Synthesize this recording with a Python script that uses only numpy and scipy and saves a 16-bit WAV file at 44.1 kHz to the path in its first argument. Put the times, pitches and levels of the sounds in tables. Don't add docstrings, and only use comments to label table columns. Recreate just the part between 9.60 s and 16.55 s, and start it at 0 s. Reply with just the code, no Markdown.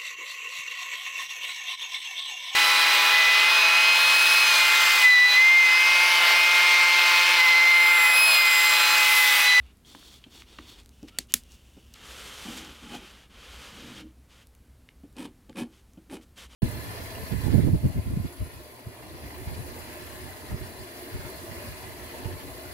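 import sys
import numpy as np
from scipy import signal
from scipy.fft import rfft, irfft, next_fast_len
from scipy.io import wavfile
from scipy.ndimage import uniform_filter1d

SR = 44100
rng = np.random.default_rng(int(sys.argv[2]) if len(sys.argv) > 2 else 0)


def inscribe(sig):
    pcm = np.round(np.clip(np.atleast_2d(sig).T, -1, 1) * 32767)
    wavfile.write(sys.argv[1], SR, pcm.astype(np.int16))


N = 306495

# (time [s], rattle [dB], crack [dB], echo [dB], echo low-pass [Hz])
BUTTON_SNAPS = [(1.5866, -9, -16, -30, 7600), (1.7394, -18.5, -1, -23, 11640)]
# (frequency [Hz], t60 [s], press level [dB], release level [dB])
PEN_MODES = [(800, 0.0071, -27.5, -33.5), (1295, 0.0045, -30, -58), (2000, 0.0067, -22.5, -14),
             (2740, 0.004, -28, -14.5), (3490, 0.013, -21, -16), (4050, 0.01, -25, -19.5),
             (4480, 0.019, -23, -26), (5610, 0.0068, -22, -11), (6460, 0.016, -39, -18.5),
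             (6797, 0.011, -24.5, -12.5), (7640, 0.0072, -17.5, -15.5), (8340, 0.0097, -21, -14.5),
             (10230, 0.0053, -21, -5.5), (11150, 0.003, -20, -5), (12500, 0.0067, -27, -21.5),
             (13480, 0.0053, -30, -19), (14300, .004, -27, -18.5)]


def button():
    out, t = np.zeros(N), np.arange(N // 16) / SR
    for stage, (s, rattle_db, crack_db, echo_db, top_hz) in enumerate(BUTTON_SNAPS):
        blow = contact(rattle_db, rattle_s=0.001)
        crack = contact(rattle_db=-1.5, rattle_s=0.0026)
        barrel = sum((-1) ** k * from_db(stage_db[stage]) * ring(blow, hz, t60_s)
                     for k, (hz, t60_s, *stage_db) in enumerate(PEN_MODES))
        add(out, s, barrel + from_db(crack_db) * cut(crack, 1300, "high"))
        echo = rng.standard_normal(len(t)) * (1 - np.exp(-t / 0.021)) * np.exp(-t / 0.017)
        add(out, s, from_db(echo_db) * cut(cut(echo, 2200, "high"), top_hz, "low"))
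    return out


# (frequency [Hz], level [dB], t60 [s])
TIP_MODES = [(1400, -21, 0.03), (2530, -8.5, 0.018), (3100, -37, 0.022), (3700, -22, 0.0029)]
# (frequency [Hz], gain [dB])
SCRATCH_SPECTRUM = [(700, -7), (900, 6.5), (1150, -4.5), (1400, -4.5), (1700, 0), (1950, -6.5), (2420, -3),
                    (3150, 0.5), (4200, -8), (6900, -17.5), (8200, -12.5), (10500, -12.5), (16000, -30)]


def writing():
    scratch_gain, hiss_gain, drum_gain = stroke_gains()
    bumps = grains(per_s=700, spread_db=1.5)
    fibres = grains(per_s=5000, spread_db=2.5) * from_db(4.1 * drift(rate_hz=200))
    paper = friction(resonant(fibres + bumps, TIP_MODES), SCRATCH_SPECTRUM, scratch_gain, hiss_gain)
    drum = cut(desk(bumps), 990, "low", order=1)
    drum = unit_band(cut(drum, 215, "high", order=3), 150, 500)
    steady_drum = drum / np.sqrt(uniform_filter1d(drum ** 2, size=1500) + 1e-9)
    return from_db(-3) * paper + from_db(-4) * drum_gain * steady_drum


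# (time [s], length [s], scratch gain [dB], hiss gain [dB], drum gain [dB])
STROKES = [(5.553, 0.13, -47, -53, -39.5), (5.948, 0.1, -41.5, -47.5, -33),
           (6.492, 0.089, -48, -50.5, -38.5)]


def stroke_gains(hiss_power=1.7, drum_power=0.83, drum_fade_db_per_s=254):
    gains, fade_db = np.zeros((3, N)), drum_fade_db_per_s * np.arange(N) / SR
    for s, length_s, scratch_db, hiss_db, drum_db in STROKES:
        speed = move(s, length_s, attack_s=0.063, release_s=0.058)
        drive_db = drum_power * 20 * np.log10(speed + 1e-9)
        lingering_db = np.maximum.accumulate(drive_db + fade_db) - fade_db
        gains[0] += from_db(scratch_db) * speed
        gains[1] += from_db(hiss_db) * speed ** hiss_power
        gains[2] += from_db(drum_db + lingering_db)
    return gains


# (time [s], length [s], rub gain [dB], hiss [dB re rub], cupped ring [dB re rub])
BRUSHES = [(0.0, 0.14, -61.5, -35, -5), (.24, 0.36, -57, -5, 2.5), (.57, 0.15, -66, -9, -3),
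           (.698, .15, -54, -7, 0.5), (.85, .39, -56.5, -11.5, -0.5), (1.065, 0.082, -59, -4, 4),
           (1.3, 0.21, -71.5, -1.5, -11), (1.472, 0.031, -51.5, -11.5, -4), (1.5, 0.14, -63, -13, -17.5),
           (1.68, 0.063, -58, -7.5, -16), (1.78, .62, -70.5, -2, -21), (1.89, 0.088, -69, 2.5, 1)]
# (frequency [Hz], level [dB], t60 [s])
FINGER_MODES = [(3000, -2.5, 0.0047), (3400, -5.5, 0.004), (4360, -12.5, 0.0054)]
# (frequency [Hz], gain [dB])
BRUSH_SPECTRUM = [(200, -2), (350, 2), (600, -9.5), (1050, -6.5), (1600, -9.5), (2300, -7.5), (2900, -3),
                  (3250, -7.5), (3850, -6), (4400, -13), (5200, 4), (6200, -9), (10000, -19), (16000, -24)]


def fingers():
    force = grains(per_s=9600, spread_db=1.5) * from_db(drift(rate_hz=170))
    rub_gain, hiss_gain, cupped_gain = rub_gains(BRUSHES, attack_s=0.052, release_s=0.05)
    ringing = resonant(force, FINGER_MODES)
    brush = friction(ringing, BRUSH_SPECTRUM, rub_gain, hiss_gain)
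    cupped = unit_rms(cut(ringing, [2900, 4600], "band"))
    return from_db(-1) * (brush + cupped_gain * cupped)


# (time [s], length [s], rub gain [dB], hiss [dB re rub])
SHIFTS = [(4.68, .17, -59.5, -8), (6.1, 0.12, -65, -5), (6.61, 0.04, -63.5, -1), (6.755, .12, -50, -5),
          (6.885, .15, -56.5, -7)]
# (frequency [Hz], gain [dB])
PALM_SPECTRUM = [(200, 0.5), (300, -3), (520, 2.5), (630, -4.5), (950, -2), (1250, 1.5), (1800, -1),
                 (2500, -0.5), (3150, 2.5), (4100, -6.5), (5300, -12), (7000, -14.5), (12800, -21),
                 (16000, -32)]


def palm():
    force = grains(per_s=16000, spread_db=2.5) * from_db(0.67 * drift(rate_hz=51))
    rub_gain, hiss_gain = slide_gains() + rub_gains(SHIFTS, attack_s=0.046, release_s=0.043)
    return from_db(-3) * friction(force, PALM_SPECTRUM, rub_gain, hiss_gain)


# (time [s], gain [dB])
SLIDES = [
    [(2.365, -53), (2.403, -54), (2.457, -47.5), (2.639, -45.5), (2.799, -45.5), (2.965, -44), (2.975, -41),
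     (3.039, -49.5), (3.05, -44.5)],
    [(3.05, -48), (3.206, -52.5), (3.28, -50), (3.354, -45.5), (3.4, -53), (3.468, -50.5), (3.642, -56.5),
     (3.69, -69)],
    [(3.69, -67.5), (3.7, -58.5), (3.822, -50.5), (4.034, -46.5), (4.142, -49), (4.408, -48.5),
     (4.44, -64.5), (4.5, -70.5)],
]
SLIDE_HISS_DB = [-6, -6.5, -8.5]


def slide_gains(reference_db=-46.5, weight_db=-0.5, hiss_power=1.48, ease_s=0.024):
    t = np.arange(N) / SR
    times_s, rub_db = np.concatenate(SLIDES).T
    touching = move(times_s[0] - ease_s, times_s[-1] - times_s[0] + 2 * ease_s, ease_s, ease_s)
    speed = from_db(np.interp(t, times_s, rub_db) - reference_db) * touching
    hiss_db = np.interp(t, times_s, np.repeat(SLIDE_HISS_DB, [len(rows) for rows in SLIDES]))
    return from_db(reference_db + weight_db) * np.array([speed, from_db(hiss_db) * speed ** hiss_power])


# (time [s], length [s], desk [dB], low-pass [Hz], thud [dB re desk], rasp [dB re desk])
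JUDDERS = [(2.838, 0.11, -44, 2000, -10, -4.5), (2.923, .23, -50, 2000, -14, -5),
           (3.207, 0.26, -52, 2000, -12, -4), (3.294, .1, -49, 2000, -10.5, -0.5),
           (4.116, 0.38, -51, 263, -6.5, -20)]


def judder():
    out = np.zeros(N)
    slips = grains(per_s=700, spread_db=-3)
    shaking = desk(slips)
    thud = unit_rms(ring(slips, hz=137, t60_s=0.18))
    upper_modes = cut(shaking, 670, "high", order=4)
    rasp = unit_rms(cut(upper_modes, 1270, "low", order=1))
    for s, length_s, desk_db, top_hz, thud_db, rasp_db in JUDDERS:
        body = unit_band(cut(shaking, top_hz, "low", order=1), 153, 483)
        gain = from_db(desk_db) * move(s, length_s, attack_s=0.04, release_s=0.073)
        out += gain * (body + from_db(thud_db) * thud + from_db(rasp_db) * rasp)
    return out


# (time [s], peak [dB], pitch [Hz], bandwidth [Hz])
TICKS = [(.249, -50, 3260, 130), (.3495, -34, 940, 800), (.4285, -42.5, 1160, 1200),
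         (.6405, -35.5, 3100, 400), (.8212, -35, 2000, 1400), (.9857, -35.5, 2970, 900),
         (.9881, -29.5, 1400, 1050), (1.2007, -38.5, 3200, 6000), (1.2602, -36, 3400, 6760),
         (1.2925, -39, 3200, 7017), (1.43, -40, 4000, 7056), (1.484, -41, 5160, 900),
         (1.7223, -28.5, 4340, 6000), (1.8365, -41.5, 6850, 7000), (1.92, -39, 6140, 3000),
         (2.339, -32, 8040, 4000), (2.342, -36, 3700, 1531), (4.871, -41.5, 9040, 7200),
         (4.951, -45, 6010, 9100), (5.289, -40.5, 2396, 1180), (5.528, -49, 8900, 6950),
         (5.567, -38, 3200, 4000), (5.8962, -39.5, 2400, 3000), (5.929, -48, 1800, 1500),
         (6.335, -49, 5860, 6900), (6.499, -41, 2200, 1500), (6.613, -47.5, 2200, 1500)]


def ticks():
    out = np.zeros(N)
    for s, peak_db, hz, width_hz in [*TICKS, *faint_ticks()]:
        radius = np.exp(-np.pi * width_hz / SR)
        poles = [1, -2 * radius * np.cos(2 * np.pi * hz / SR), radius * radius]
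        touch = contact(rattle_db=-2, rattle_s=1.3 / width_hz)
        tick = signal.lfilter([1, 0, -1], poles, touch + 1e-18)
        tick = cut(tick, hz + 2 * width_hz, "low")
        add(out, s, from_db(peak_db) * tick / np.abs(tick).max())
    return out


def faint_ticks(per_s=4.3, peak_db=-51, pitch_hz=6000, width_hz=5000, until_s=2.4):
    wait, strength, octave = rng.random((64, 3)).T
    times_s = np.cumsum(-np.log(1 - wait)) / per_s
    rows = zip(times_s, peak_db + 6 * (strength - .5), pitch_hz * 2 ** (octave - .5))
    return [(s, db, hz, width_hz) for s, db, hz in rows if s < until_s]


# (time [s], peak [dB], low-pass [Hz])
KNOCKS = [(.349, -43, 890), (0.6645, -46.5, 700), (0.987, -42, 600), (1.429, -36, 298), (1.5895, -40, 400),
          (1.7402, -37.5, 400), (2.168, -44.5, 704), (5.4351, -40, 300), (5.592, -36.5, 900),
          (5.648, -39, 700), (5.8932, -38, 924), (6.017, -30, 800), (6.374, -40.5, 493),
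          (6.526, -30.5, 720)]


def knocks(damping_s=0.017):
    out = np.zeros(N)
    for s, peak_db, top_hz in KNOCKS:
        blow = cut(contact(rattle_db=5, rattle_s=0.01), top_hz, "low", order=1)
        knock = desk(blow) * np.exp(-np.arange(len(blow)) / SR / damping_s)
        add(out, s, from_db(peak_db) * knock / np.abs(knock).max())
    return out


# (frequency [Hz], level [dB], t60 [s])
DESK_MODES = [(217, 2, 0.079), (223.6, -4.5, 0.32), (251, 3.5, 0.049), (320.3, -3, 0.12),
              (377.6, -8.5, 0.1), (465, -14.5, 0.13), (537, -8, 0.038), (726, -13, 0.054),
              (826, -10, 0.043), (910, -15.5, 0.014), (1153, -16, 0.035), (1231, -21, .04),
              (1420, -15, 0.02), (2482, -8.5, .014), (3110, -2, 0.015)]


def desk(force):
    modes = sum((-1) ** k * from_db(db) * ring(force, hz, t60_s)
                for k, (hz, db, t60_s) in enumerate(DESK_MODES))
    return cut(modes, 163.8, "high")


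# (time [s], length [s], start pitch [Hz], end pitch [Hz], level [dB])
SQUEAKS = [(1.503, .095, 1259, 1478, -62.5), (4.379, 0.13, 316.3, 306.5, -46.5)]


def squeaks():
    out = np.zeros(N)
    for s, length_s, start_hz, end_hz, level_db in SQUEAKS:
        count = round(length_s * SR)
        hz = np.linspace(start_hz, end_hz, count) * (1 + 0.0029 * drift(rate_hz=500)[:count])
        envelope = from_db(level_db) * np.sin(np.linspace(0, np.pi, count))
        add(out, s, envelope * np.sin(2 * np.pi * np.cumsum(hz) / SR))
    return out


def room(x, wet_db=-16.5, t60_s=0.11, onset_s=0.017, top_hz=10900):
    t = np.arange(16384) / SR
    tail = rng.standard_normal(len(t)) * from_db(-60 * t / t60_s) * np.minimum(t / onset_s, 1) ** 2
    tail = cut(tail, top_hz, "low")
    return x + from_db(wet_db) * signal.fftconvolve(x, tail / np.linalg.norm(tail))[:N]


# (frequency [Hz], gain [dB])
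AIR_SPECTRUM = [(12, -26.5), (20, -16), (70, -5.5), (88, -14), (113, -11), (150, -17.5), (255, -15),
                (328, -24), (410, -24.5), (624, -30), (873, -32.5), (1440, -34.5), (6010, -41.5),
                (12100, -41.5), (16000, -49)]


def air(level_db=-62.5):
    return from_db(level_db) * unit_band(coloured(rng.standard_normal(N), AIR_SPECTRUM), 92, 16000)


# (time [s], level [dB])
HUM_LEVELS = [(0, -47.5), (.25, -70.5), (0.949, -56.5), (3.6, -60), (3.95, -51.5), (4.4, -62.5),
              (6.95, -60.5)]


def hum(hz=61.6, width_hz=12):
    drone = ring(rng.standard_normal(N + SR), hz, t60_s=np.log(1000) / np.pi / width_hz)
    drone = cut(cut(drone, 90, "low"), 40.25, "high")
    level_db = np.interp(np.arange(N) / SR, *np.transpose(HUM_LEVELS))
    return from_db(level_db) * unit_rms(drone[SR:])


def friction(force, spectrum, rub_gain, hiss_gain, split_hz=5500):
    noise = coloured(force, spectrum)
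    body = unit_band(cut(noise, split_hz, "low", order=4), 1000, 5000)
    hiss = unit_band(cut(noise, split_hz, "high", order=4), 6000, 15000)
    return rub_gain * body + hiss_gain * hiss


def grains(per_s, spread_db):
    sizes = from_db(spread_db * np.minimum(rng.exponential(1, N), 4)) * rng.choice([-1, 1], N)
    return unit_rms(sizes * (rng.random(N) < per_s / SR))


def contact(rattle_db, rattle_s):
    t = np.arange(8192) / SR
    chatter = rng.standard_normal(len(t)) * (1 - np.exp(-t / rattle_s)) * np.exp(-t / rattle_s)
    return (t == 0) + from_db(rattle_db) * chatter / np.linalg.norm(chatter)


def move(s, length_s, attack_s, release_s):
    speed, t = np.zeros(N), np.arange(round(length_s * SR)) / SR
    rise = np.minimum(t / min(attack_s, length_s / 2), 1)
    fall = np.minimum((length_s - t) / min(release_s, length_s / 2), 1)
    add(speed, max(s, 0), np.sin(np.pi / 2 * rise) * np.sin(np.pi / 2 * fall))
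    return speed


def rub_gains(rows, attack_s, release_s):
    return sum(np.outer(from_db(rub_db) * from_db([0, *layer_db]), move(s, length_s, attack_s, release_s))
               for s, length_s, rub_db, *layer_db in rows)


def resonant(force, modes):
    return force + sum(from_db(db) * unit_rms(ring(force, hz, t60_s)) for hz, db, t60_s in modes)


def ring(x, hz, t60_s):
    radius, angle = from_db(-60 / (t60_s * SR)), 2 * np.pi * hz / SR
    return signal.lfilter([0, np.sin(angle)], [1, -2 * radius * np.cos(angle), radius * radius], x + 1e-18)


def drift(rate_hz):
    position = np.arange(N) / SR * rate_hz
    return unit_rms(np.interp(position, np.arange(4000), rng.standard_normal(4000)))


def coloured(x, spectrum):
    hz, db = np.transpose(spectrum)
    size = next_fast_len(N)
    bins_hz = np.maximum(np.arange(size // 2 + 1) * SR / size, 1)
    rolloff = np.minimum(bins_hz / hz[0], 1) ** 2
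    gain = from_db(np.interp(np.log(bins_hz), np.log(hz), db))
    return irfft(rfft(x, size) * rolloff * gain, size)[:N]


def cut(x, hz, kind, order=2):
    sos = signal.butter(order, np.clip(hz, 10, .45 * SR), kind, fs=SR, output="sos")
    return signal.sosfilt(sos, x + 1e-18)


def unit_band(x, low_hz, high_hz):
    return x / np.std(cut(x, [low_hz, high_hz], "band"))


def unit_rms(x):
    return x / np.sqrt(np.mean(x ** 2) + 1e-20)


def from_db(db):
    return 10 ** (np.asarray(db) / 20)


def add(out, s, sound):
    start = round(s * SR)
    out[start:start + len(sound)] += sound[:N - start]


def scene():
    near = fingers() + palm() + judder() + writing() + ticks() + knocks() + squeaks()
    mono = room(near) + button() + air() + hum()
    return np.array([mono, mono])


def record(dry):
    rounded = 1.232 * np.tanh(dry / 1.036)
    return signal.sosfilt(signal.ellip(10, .1, 80, 16500, fs=SR, output="sos"), rounded)


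dry = scene()
out = record(dry)
inscribe(out)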